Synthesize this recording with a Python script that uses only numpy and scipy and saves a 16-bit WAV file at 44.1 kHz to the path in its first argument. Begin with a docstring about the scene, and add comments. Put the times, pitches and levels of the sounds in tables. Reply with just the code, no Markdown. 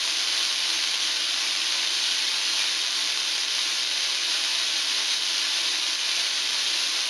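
"""Spark-gap coil in a bare garage

A high-voltage coil runs steadily a few metres from a mono microphone: a harsh, buzzing sizzle.
Its gap fires four times per mains half cycle; each firing is a filtered click in the gap and in two streamers.
The streamers crack unevenly and now and then snap hard. Floor, walls and a noise tail smear the clicks.
Resonances of the garage ring along; a wavering hum and filtered-noise rumble lie beneath.
"""
import sys
import numpy as np
from scipy import signal
from scipy.fft import rfft, irfft
from scipy.io import wavfile
from scipy.ndimage import uniform_filter1d

SR = 44100
rng = np.random.default_rng(int(sys.argv[2]) if len(sys.argv) > 2 else 0)


def transcribe(u):
    """Save the signal u as a 16-bit wav file named by the first command-line argument.

    u: samples, shape (n,) or (channels, n), limited to [-1, 1]; the rate is SR.
    q: integer samples, one column per channel.
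    """
    v = np.clip(np.atleast_2d(u).T, -1, 1)
    q = np.round(v * 32767).astype(np.int16)
    wavfile.write(sys.argv[1], SR, q)


N = 312669
TIME_S = np.arange(N) / SR

# low background rumble, relative spectrum: f/Hz, level/dB
RUMBLE_SPECTRUM = [(20, -1.5), (45, -8), (75, 1), (115, -1), (160, -3), (300, 7), (1000, -16), (4000, -46)]
# hum coming and going: t/s, rms level/dB
HUM_LEVEL = [(0, -65), (.5, -67), (1.2, -60), (1.45, -75), (2.5, -65), (3.4, -65), (3.8, -73), (4.3, -64),
             (5.8, -63), (6.15, -71), (6.5, -63)]
# first reflections from ceiling and walls: delay/s, level/dB
ECHOES = [(.0036, -6), (.0093, -4.5), (0.01, -3), (0.0122, -4), (0.0151, -22), (0.017, -16.5)]
# resonances of the garage and the things in it: f/Hz, width/Hz, lift/dB
RINGS = [(184.4, 1.5, 15), (239.6, 2, 9), (290, 16, 5.5), (327, 4, 9), (344.5, 4, 8.5), (411.8, 2.5, 11),
         (502, 3, 7), (566, 10, 5.5), (670.2, 4, 7), (706.6, 3, 6), (756.4, 3, 6), (816.9, 4, 5),
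         (962.3, 4, 4), (1227.4, 6, 5), (1434.6, 5, 4), (1512.7, 7, 4.5), (2252, 20, 3.5), (2897, 25, 4),
         (3031, 19, 5), (3196, 22, 4), (3488, 18, 3), (3731, 25, 4), (3853, 14, 3), (3937, 20, 2.5),
         (4157, 16, 4), (4861, 25, 3.5), (4933, 14, 3.5), (5130, 120, 1), (5469, 20, 4), (6105, 12, 5.5),
         (6177, 40, 5.5)]
# bands that cancel at the microphone position: f/Hz, width/Hz, level/dB
HOLLOWS = [(260, 10, -4), (385, 35, -5), (440, 12, -4), (520, 24, -5), (585, 8, -6), (735, 25, -3),
           (1306, 75, -5.5)]
# firings in a mains half cycle, before scatter: place/(0-1 of half cycle), level/dB
FIRINGS = [(.08, -1), (.3, -1), (.58, -4.8), (.87, -1.5)]
# slow swell of the discharge, before flutter and lurches: t/s, level/dB
SLOW_SWELL = [(0.0, -25.6), (0.35, -25.15), (0.68, -25.1), (0.85, -25.7), (1.05, -25.3), (1.2, -25.8),
              (1.4, -25.2), (1.8, -25.3), (2.2, -25.15), (2.35, -25.3), (2.55, -24.7), (2.85, -25.8),
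              (3.3, -25.8), (3.6, -25.35), (4.1, -25.8), (4.35, -25.0), (4.75, -25.5), (5.0, -24.7),
              (5.15, -25.7), (5.35, -25.1), (5.7, -25.1), (6.05, -25.8), (6.25, -25.3), (6.4, -25.6),
              (6.75, -24.8), (7.0, -25.7)]
# brief surges and falters: t/s, Gaussian sigma/s, streamer level/dB, gap level/dB
LURCHES = [(.07, .03, -.3, 1.5), (.39, .04, .3, 2), (.55, .025, -.8, -.3), (.74, .02, .6, 1.3),
           (.98, .018, -1.3, -1.6), (1.05, .02, .3, 1.5), (1.22, .03, .3, -1), (1.6, .06, .8, -1.2),
           (1.87, .018, -1.4, -1.4), (2.17, .05, 0, .7), (2.42, .02, -.8, -1.2), (2.61, .02, 1, 1.2),
           (2.88, .03, -1.1, -1.8), (3.01, .04, 0, 1.6), (3.47, .022, -1.8, -3), (3.59, .02, 1, .5),
           (3.87, .028, -.6, -4.2), (4.01, .015, -1.2, -.6), (4.17, .05, .4, -1.5), (4.33, .018, .3, 1.1),
           (4.41, .018, -.5, -1.5), (4.7, .05, 1, -1.2), (4.85, .018, -1.2, -.6), (5.13, .02, .6, 1.8),
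           (5.2, .018, -1.6, -.4), (5.6, .04, 0, .8), (5.8, .025, -1.5, -.3), (5.97, .022, -1.4, -2.6),
           (6.2, .03, .2, .9), (6.31, .025, 0, -1.3), (6.48, .02, -.8, -.8), (6.99, .03, 0, 1)]
# relative spectrum of a bang in the gap: f/Hz, level/dB
GAP_SPECTRUM = [(100, -65), (170, -34), (280, -17.5), (650, -17.5), (820, -13), (1000, -10), (2000, -8),
                (3100, -3.5), (4000, 0.5), (5100, -3.5), (5700, -5), (6400, -5), (7300, -17), (8600, -16.5),
                (10600, -10.5), (12500, -26), (15000, -43)]
# relative spectrum of a streamer's crack, duller from its long channel: f/Hz, level/dB
STREAMER_SPECTRUM = [(100, -71.5), (175, -30.5), (290, -22.5), (600, -14.5), (950, -14), (2000, -6),
                     (2500, -2.5), (2750, -2.5), (2950, -0.5), (3900, 0.75), (5050, -1.1), (5500, -5.5),
                     (6500, -8), (8500, -22.5), (10400, -18), (12500, -32), (15000, -46.5)]
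# hardest streamer snaps, before floor and garage: t/s, peak level/dB
SNAPS = [(0.098, -13), (0.206, -12.2), (0.7915, -11.6), (0.8402, -11.1), (0.8737, -12.1), (0.9417, -9.4),
         (0.9568, -13.2), (1.1687, -13.1), (1.2068, -12.3), (1.7236, -8.4), (1.831, -13.4), (1.8491, -12.7),
         (1.8731, -12.5), (1.9507, -13.5), (1.9641, -12.2), (2.0416, -12.8), (2.8645, -11.3),
         (2.881, -13.8), (2.9566, -13), (3.1007, -13.2), (3.1749, -13.1), (3.2023, -13.3), (3.4495, -13.2),
         (3.4832, -12.9), (3.6316, -12.8), (3.6766, -12.8), (3.8328, -13.2), (3.8728, -12), (4.0067, -12.5),
         (4.031, -13.4), (4.0483, -12.4), (4.1075, -13.4), (4.1477, -12.8), (4.5511, -12.1),
         (4.7621, -12.3), (5.1338, -12.5), (5.3814, -13), (5.9317, -13.2), (5.9553, -13.2), (6.09, -12.1),
         (6.1144, -11.5), (6.1656, -12.3), (6.197, -12), (6.4742, -11.6), (6.8012, -13.4), (6.9917, -11.7),
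         (7.0069, -11.9)]
# dead bands of the microphone's sound: f/Hz, width/Hz
NOTCHES = [(7860, 556), (11830, 580)]

HUM_HZ, HUM_WAVER_HZ = 411, 1.8
FLOOR_DELAY_S, FLOOR_DB = .00192, -8.5
HALF_CYCLE_RATE_HZ = 120.035
# capacitor charge swings between firings, so strong and weak bangs take turns
SWING_HZ, SWING_WIDTH_HZ, SWING_RMS_DB = 74, 22, 1.8
FLUTTER_DB, FLUTTER_PER_S = 0.18, 30
# strong discharge rasps evenly, weak one crackles: level, and power share of bare cracks
SMOOTH_ABOVE_DB, RAGGED_BELOW_DB = -25.25, -26.0
SMOOTH_SHARE, RAGGED_SHARE = .10, .39
TOP_HZ = 14950


def undb(db):
    """Decibels to amplitude gain."""
    return 10 ** (np.asarray(db) / 20)


def level(x, rms_db):
    """Scale to an rms level."""
    return x * undb(rms_db) / np.sqrt(np.mean(x ** 2))


def through(x, response):
    """Convolve with an impulse response, keeping the length."""
    return signal.fftconvolve(x, response)[:len(x)]


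def click(spectrum, size=4096):
    """Minimum-phase pulse with a given spectrum, peak 1, by folding the cepstrum."""
    hz, db = np.transpose(spectrum)
    bins_hz = np.maximum(np.fft.rfftfreq(size, 1 / SR), 1)
    bins_db = np.interp(np.log(bins_hz), np.log(hz), db)
    cepstrum = irfft(np.log(undb(bins_db)))
    cepstrum[1:size // 2] *= 2
    cepstrum[size // 2 + 1:] = 0
    pulse = irfft(np.exp(rfft(cepstrum)))
    return pulse / pulse[np.argmax(np.abs(pulse))]


def resonance(x, hz, width_hz):
    """Two-pole band-pass, gain 1 at the centre."""
    return signal.lfilter(*signal.iirpeak(hz, hz / width_hz, fs=SR), x)


def impulses(times_s, sizes):
    """One impulse at each time."""
    inside = (times_s >= 0) & (times_s < N / SR)
    return np.bincount((times_s[inside] * SR).astype(int), sizes[inside], N)


def wander(per_s):
    """Straight lines between normal random values drawn at a given rate."""
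    beats_s = np.arange(0, N / SR + 1, 1 / per_s)
    return np.interp(TIME_S, beats_s, rng.standard_normal(len(beats_s)))


def rumble():
    """Low background: noise shaped by the rumble spectrum."""
    return level(through(rng.standard_normal(N), click(RUMBLE_SPECTRUM)), -61.5)


def hum():
    """Thin sine under the sizzle, wavering in pitch and level."""
    pitch_hz = HUM_HZ + HUM_WAVER_HZ * wander(6)
    phase = 2 * np.pi * np.cumsum(pitch_hz) / SR
    rms_db = np.interp(TIME_S, *np.transpose(HUM_LEVEL))
    return np.sqrt(2) * np.sin(phase) * undb(rms_db)


def garage_tail(x, t60_s=0.42, treble_t60_s=0.31, split_hz=5000, build_s=0.0056):
    """Dense reverberation as decaying noise; the treble dies sooner."""
    t = TIME_S[:SR]
    noise = rng.standard_normal(SR)
    low = signal.sosfilt(signal.butter(1, split_hz, fs=SR, output="sos"), noise)
    treble = noise - low
    tail = low * np.exp(-np.log(1000) * t / t60_s) + treble * np.exp(-np.log(1000) * t / treble_t60_s)
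    tail *= 1 - np.exp(-t / build_s)
    # lead in with the last second, so the room already rings at t = 0
    primed = np.concatenate([x[-SR:], x])
    return through(primed, tail / np.linalg.norm(tail))[SR:]


def echoes(x, sway_s=.00012, moves_per_s=8):
    """Direct sound and first reflections, whose paths change a little as the sparks move."""
    out = x
    for delay_s, db in ECHOES:
        lag_s = delay_s + sway_s * wander(moves_per_s)
        source = np.arange(N) - (lag_s * SR).astype(int)
        out = out + undb(db) * x[np.clip(source, 0, N - 1)]
    return out


def floor_bounce(x):
    """Direct sound and its mirror image in the floor."""
    return x + undb(FLOOR_DB) * np.interp(TIME_S - FLOOR_DELAY_S, TIME_S, x, left=0)


def garage_resonances(sound):
    """Narrow modes ring in parallel, then cancelling bands are cut in series."""
    sound = sound + sum((undb(db) - 1) * resonance(sound, hz, width_hz) for hz, width_hz, db in RINGS)
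    for hz, width_hz, db in HOLLOWS:
        sound = sound + (undb(db) - 1) * resonance(sound, hz, width_hz)
    return sound


def firings(jitter_s, scatter_db):
    """Breakdowns near fixed places of each half cycle, as hard as the capacitor's charge allows."""
    place, db = np.transpose(FIRINGS)
    cycles = np.arange(-1, int(N / SR * HALF_CYCLE_RATE_HZ) + 1)[:, None]
    shift, strength = rng.standard_normal((2, len(cycles), len(place)))
    times_s = (cycles + place) / HALF_CYCLE_RATE_HZ + jitter_s * shift
    swing = level(resonance(rng.standard_normal(N), SWING_HZ, SWING_WIDTH_HZ), 0)
    swing_db = SWING_RMS_DB * np.interp(times_s, TIME_S, swing)
    sizes = undb(db + scatter_db * strength + swing_db)
    return times_s.ravel(), sizes.ravel()


def discharge_db():
    """Streamer and gap levels: shared slow swell and quick flutter, then brief surges and falters."""
    shared_db = np.interp(TIME_S, *np.transpose(SLOW_SWELL)) + FLUTTER_DB * wander(FLUTTER_PER_S)
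    lurches_db = sum(np.outer(dbs, np.exp(-.5 * ((TIME_S - s) / sigma_s) ** 2))
                     for s, sigma_s, *dbs in LURCHES)
    return shared_db + lurches_db


def sparks(times_s, sizes, wander_s, scatter_db, steady_s=0.038):
    """Impulse per firing, scattered as the channel moves; the supply holds mean power at 1."""
    path, strength = rng.standard_normal((2, len(times_s)))
    scattered = sizes * undb(scatter_db * np.minimum(strength, 1.6))
    train = impulses(times_s + wander_s * path, scattered)
    power = uniform_filter1d(train ** 2, int(steady_s * SR))
    return train / np.sqrt(power + 1e-12)


def gap(times_s, sizes):
    """Even bangs low in the coil, heard mostly by way of the walls."""
    bangs = sparks(times_s, sizes, wander_s=.00005, scatter_db=1.0)
    in_room = echoes(floor_bounce(bangs)) + undb(9) * garage_tail(bangs)
    return through(in_room, click(GAP_SPECTRUM))


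def streamers(times_s, sizes, power_db):
    """Two crooked channels beam cracks their own way; bare ones stand out when the discharge is weak."""
    bare = sum(sparks(times_s, sizes, wander_s=.0004, scatter_db=6) for _ in range(2))
    # channels change shape, so cracks reach the walls with scatter of their own
    spread = [sparks(times_s, sizes, wander_s=.0004, scatter_db=3.5) for _ in range(2)]
    walls = sum(echoes(cracks) + undb(2.0) * garage_tail(cracks) for cracks in spread)
    share = np.interp(power_db, [RAGGED_BELOW_DB, SMOOTH_ABOVE_DB], [RAGGED_SHARE, SMOOTH_SHARE])
    share = np.clip(share, 0, 1)
    bare_part = np.sqrt(share) * level(floor_bounce(bare), 0)
    walls_part = np.sqrt(1 - share) * level(walls, 0)
    return through(bare_part + walls_part, click(STREAMER_SPECTRUM))


def snaps():
    """Hard cracks beamed straight at the microphone: floor bounce but no walls."""
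    times_s, peak_db = np.transpose(SNAPS)
    return through(floor_bounce(impulses(times_s, undb(peak_db))), click(STREAMER_SPECTRUM))


def coil():
    """Each firing sounds in the gap and in both streamers; snaps are added."""
    times_s, sizes = firings(jitter_s=.0008, scatter_db=2.2)
    streamer_db, gap_db = discharge_db()
    bangs = level(gap(times_s, sizes), -4.5) * undb(gap_db)
    cracks = level(streamers(times_s, sizes, streamer_db), -3.0) * undb(streamer_db)
    return bangs + cracks + snaps()


def scene():
    """Coil through the garage's resonances, over hum and rumble; two equal channels."""
    return np.tile(rumble() + hum() + garage_resonances(coil()), (2, 1))


def record(dry):
    """Microphone response: two deep treble notches and a steep top cut."""
    for hz, width_hz in NOTCHES:
        for _ in range(2):  # twice, for depth
            dry = dry - resonance(dry, hz, width_hz)
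    return signal.sosfilt(signal.ellip(12, .2, 80, TOP_HZ, fs=SR, output="sos"), dry)


dry = scene()
out = record(dry)
transcribe(out)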